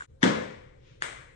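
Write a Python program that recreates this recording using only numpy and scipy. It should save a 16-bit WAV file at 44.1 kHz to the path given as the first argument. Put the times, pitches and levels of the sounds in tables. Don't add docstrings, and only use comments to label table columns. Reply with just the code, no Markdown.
import sys
import numpy as np
from scipy import signal
from scipy.fft import rfft, irfft
from scipy.io import wavfile
from scipy.ndimage import uniform_filter1d

SR = 44100
rng = np.random.default_rng(int(sys.argv[2]) if len(sys.argv) > 2 else 0)


def digitize_waveform(pressure):
    field = np.atleast_2d(pressure).T
    bounded = np.clip(field, -1, 1)
    quanta = np.round(bounded * 32767).astype(np.int16)
    wavfile.write(sys.argv[1], SR, quanta)


def natural_amplitude(level_db):
    exponent = np.asarray(level_db, float) / 20
    return 10 ** exponent


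N = 59535

# t/s, level/dB, left-right/dB
PANEL_ARRIVALS = [
    (.2290, -33.5, 16.5),
    (.2301, -15.5, 5),
    (.2365, -31, 5.5),
    (.2388, -26, 11),
    (.2420, -20, -7.5),
    (.2458, -35.5, 2.5),
]
# t/s, level/dB, left-right/dB
FLOOR_ARRIVALS = [
    (1.0210, -25, -3),
    (1.0221, -29, 10),
    (1.0273, -36, 2),
    (1.0288, -38, 3),
    (1.0368, -38, 0),
]


def at_hz(points, hz):
    table_hz, value = np.array(points)[:, 0], np.array(points)[:, 1]
    return np.interp(np.log(hz), np.log(table_hz), value)


def drift(rate):
    slow = rng.standard_normal(int(N / SR * 200) + 4)
    return np.interp(np.arange(N) / SR * np.clip(rate, 1, 190), np.arange(len(slow)), slow)


def ring(x, hz, t60):
    r, w = natural_amplitude(-60 / (t60 * SR)), 2 * np.pi * hz / SR
    return signal.lfilter([0, np.sin(w)], [1, -2 * r * np.cos(w), r * r], x + 1e-18)


def diffuse(spectrum, shape, patchy_db):
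    # f/Hz, correlation (clipped to 0..1)
    likeness = [(60, 3), (250, 0.2), (600, 0.51), (1200, 1.9), (2500, -6.2), (8000, -0.07)]
    # f/Hz, lead/rad
    lead = [(60, 0.6), (250, 0.59), (520, 2.38), (1050, 4.6), (2500, 2)]
    # f/Hz, left-right/dB
    balance = [(60, 0.5), (170, 1.1), (480, 2.5), (1360, 8.5), (3860, 4.7), (10900, 8.9)]
    hz = np.maximum(np.arange(N // 2 + 1) * SR / N, 1)
    shared, separate = rfft(rng.standard_normal((2, N)))
    alike = np.clip(at_hz(likeness, hz), 0, 1)
    tilt = natural_amplitude(at_hz(balance, hz) / 2)
    left = shared * tilt
    delayed = shared * np.exp(-1j * at_hz(lead, hz))
    right = (alike * delayed + np.sqrt(1 - alike ** 2) * separate) / tilt
    pair = np.array([left, right]) * natural_amplitude(at_hz(spectrum, hz))
    pair = pair / np.std(irfft(pair.mean(0), N))
    out = 0
    for k in range(30):
        share = np.clip(1 - np.abs(3 * np.log2(hz / 20) - k), 0, 1)
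        band = irfft(pair * share, N)
        out = out + band * shape(20 * 2 ** (k / 3)) * natural_amplitude(patchy_db * drift(25))
    return out


def rumble():
    # f/Hz, level/dB per Hz
    rumble_colour = [(28, -10.5), (128, -7), (205, -25.5), (530, -18.5), (620, -35.5), (1800, -44.5),
                     (2300, -45.5), (8500, -56)]
    return natural_amplitude(-55.5) * diffuse(rumble_colour, lambda hz: 1, patchy_db=3.0)


def scuff():
    # f/Hz, level/dB per Hz
    scuff_colour = [(710, -27), (1200, -8), (2010, -7), (2420, 1.5), (6760, -16), (9000, -44.5),
                    (11700, -75), (19800, -120)]
    peak_s, rise_s, fall_s = 0.895, 0.064, 0.1
    t = np.arange(N) / SR - peak_s
    stroke = np.exp(-(t / np.where(t < 0, rise_s, fall_s)) ** 2)
    return natural_amplitude(-64) * diffuse(scuff_colour, lambda hz: stroke, patchy_db=0.5)


def garage(start_s, level_db, build_s, spectrum):
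    # f/Hz, t60/s
    decay = [(90, .9), (200, .55), (500, .66), (1300, .62), (1750, .62), (2200, .84), (2700, .64),
             (9000, .5)]
    late_db, late_t60_s = -37, 2.06
    since = np.arange(N) / SR - start_s
    t = np.maximum(since, 0)

    def shape(hz):
        smear_db = -18 + 2.5 * np.log2(hz / 1500)
        smear = natural_amplitude(smear_db) * np.exp(-(since / 0.011) ** 2) * (400 < hz < 7000)
        build = 1 - np.exp(-(t / (build_s + 2.1 / hz)) ** 2)
        die = natural_amplitude(-60 * t / at_hz(decay, hz)) + natural_amplitude(late_db - 60 * t / late_t60_s)
        return smear + build * die

    return natural_amplitude(level_db) * diffuse(spectrum, shape, patchy_db=1.0)


def sheet():
    # f/Hz, level/dB, t60/s
    sheet_modes = [(1018, -43, 0.31), (1693, -31.5, 0.55), (1842, -45, 0.5), (2000, -36, .6),
                   (2100, -43.5, 0.23), (2440, -55, .5), (3220, -47, .4), (5250, -57, 0.14)]
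    out = 0
    for hz, db, t60 in sheet_modes:
        click = np.zeros((2, N))
        for s, blow_db in (PANEL_ARRIVALS[2][0], 0), (FLOOR_ARRIVALS[2][0], -13):
            at = int(s * SR) + rng.integers(0, 200, 2)
            click[[0, 1], at] = natural_amplitude(db + blow_db + np.array([1.5, -1.5]))
        out = out + ring(click, hz, t60)
    return out


def panel():
    # f/Hz, level/dB, t60/s
    panel_modes = [(163.4, -8.5, 0.56), (182.8, -1.5, 0.32), (215.4, -2.5, 0.54), (257.5, 7, .1),
                   (281, -3.5, 0.28), (325, -8.5, 0.36), (366, -23, .4), (452, -19, 0.69),
                   (548, -7.5, 0.73)]
    push_s, lag_s, push_db = .2325, 0.0004, -21.5
    click = np.zeros((2, N))
    click[0, int(push_s * SR)] = -natural_amplitude(push_db + 2.5)
    click[1, int((push_s + lag_s) * SR)] = -natural_amplitude(push_db)
    boom = sum(natural_amplitude(db) * ring(click, hz, t60) for hz, db, t60 in panel_modes)
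    boom = signal.sosfilt(signal.butter(2, [157, 417], "band", fs=SR, output="sos"), boom)
    swell = click[0]
    for _ in range(3):
        swell = ring(swell, 508, .42)
    swell = swell / np.abs(swell).max() * natural_amplitude(2 * drift(28))
    return boom + natural_amplitude(-34) * swell * np.array([[1], [-.45]])


def ball(hits, shell):
    s, db, pan_db = np.transpose(hits)
    out = np.zeros((2, N))
    for k, (hz, width_hz, level_db) in enumerate(shell):
        clicks = np.zeros((2, N))
        own_db = rng.normal(0, 1, (len(s), 3))
        for side in range(2):
            at = ((s + .0003 * side) * SR).astype(int)
            side_db = db + level_db + (1.0 - side) * pan_db + own_db[:, side]
            clicks[side, at] = natural_amplitude(side_db) * (-1) ** k
        t60 = np.log(1000) / (np.pi * width_hz * 1.9)
        for _ in range(3):
            clicks = ring(clicks, hz, t60)
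        out += clicks * 700 / (t60 * SR) ** 2
    return signal.sosfilt(signal.butter(2, 300, "high", fs=SR, output="sos"), out)


def earlier_moment():
    # f/Hz, level/dB per Hz
    hiss_colour = [(450, -7), (800, -2.5), (2000, 0), (5000, -11.5), (5900, -16.5), (7000, -4.5),
                   (8400, -10.5), (11000, -7.5)]
    # t/s, level/dB, left-right/dB
    faint_hits = [
        (.0062, -39, 0.0062),
        (.0082, -40, 0),
        (.0200, -40.5, 0),
        (.0220, -55, 0),
    ]
    # f/Hz, width/Hz, level/dB
    faint_shell = [(1180, 210, -4), (1600, 196, 8.5), (1900, 430, -18)]
    hiss = natural_amplitude(-51.5) * diffuse(hiss_colour, lambda hz: 1, patchy_db=2)
    return hiss + ball(faint_hits, faint_shell)


def panel_blow():
    # f/Hz, width/Hz, level/dB
    panel_shell = [(969, 690, -18.5), (1780, 400, 2.5), (3237, 550, -2.5), (4160, 340, -27),
                   (5890, 450, -10), (7800, 790, -17.5), (9320, 550, -14.5)]
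    # f/Hz, level/dB per Hz
    panel_tail = [(50, -31.5), (110, -11.5), (190, -4.5), (500, -7.5), (620, -11.5), (2000, -18),
                  (4400, -26), (11000, -41)]
    tail = garage(PANEL_ARRIVALS[0][0], -20.5, 0.002, panel_tail)
    return ball(PANEL_ARRIVALS, panel_shell) + panel() + tail


def floor_blow():
    # f/Hz, width/Hz, level/dB
    floor_shell = [(445, 630, -4.5), (1730, 450, 5), (2390, 1700, -6.5), (3220, 430, -6), (4550, 410, -9),
                   (6760, 430, -12), (8630, 330, -10.5)]
    # f/Hz, level/dB per Hz
    floor_tail = [(150, -16.5), (450, -4), (900, -6.5), (1600, -3), (2200, -4), (5600, -19), (8400, -14),
                  (11000, -15.5)]
    tail = garage(FLOOR_ARRIVALS[0][0], -34, .008, floor_tail)
    return ball(FLOOR_ARRIVALS, floor_shell) + tail


def scene():
    cut_s, fade_out_s, fade_in_s = 0.066, 0.029, 0.035
    t = np.arange(N) / SR
    before = np.clip((cut_s - t) / fade_out_s, 0, 1)
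    after = np.clip((t - cut_s) / fade_in_s, 0, 1)
    present = scuff() + sheet() + panel_blow() + floor_blow()
    return (before + after) * rumble() + before * earlier_moment() + after * present


def roll_off(x):
    return signal.sosfilt(signal.butter(12, 11530, fs=SR, output="sos"), x)


def record(dry):
    # f/Hz, level/dB
    mic_colour = [(2250, 0), (2550, -5.5), (3400, 0.5), (4250, -1.5), (4500, -4), (5600, 0), (8700, 0),
                  (9100, -20.5)]
    # f/Hz, level/dB
    top_colour = [(9000, -0.5), (9200, -22.5), (9500, 12.5), (10300, 5), (10600, -17.5), (10900, -10.5),
                  (11100, 6), (11500, -1)]
    # low f/Hz, high f/Hz, share of time shut
    gated = [(9000, 9400, .65), (9400, 9900, .3), (9900, 10500, .35), (10500, 11000, .8),
             (11000, 11500, .6)]
    hz = np.maximum(np.arange(N // 2 + 1) * SR / N, 1)
    heard = rfft(dry) * natural_amplitude(at_hz(mic_colour, hz) + at_hz(top_colour, hz))
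    mix = irfft(heard * (hz < gated[0][0]), N)
    for low, high, shut in gated:
        gate = np.repeat(rng.random(N // 2048 + 1) > shut, 2048)[:N]
        band = irfft(heard * (hz >= low) * (hz < high), N)
        mix = mix + band * uniform_filter1d(gate * 1.0, size=700)
    return roll_off(mix)


dry = scene()
out = record(dry)
digitize_waveform(out)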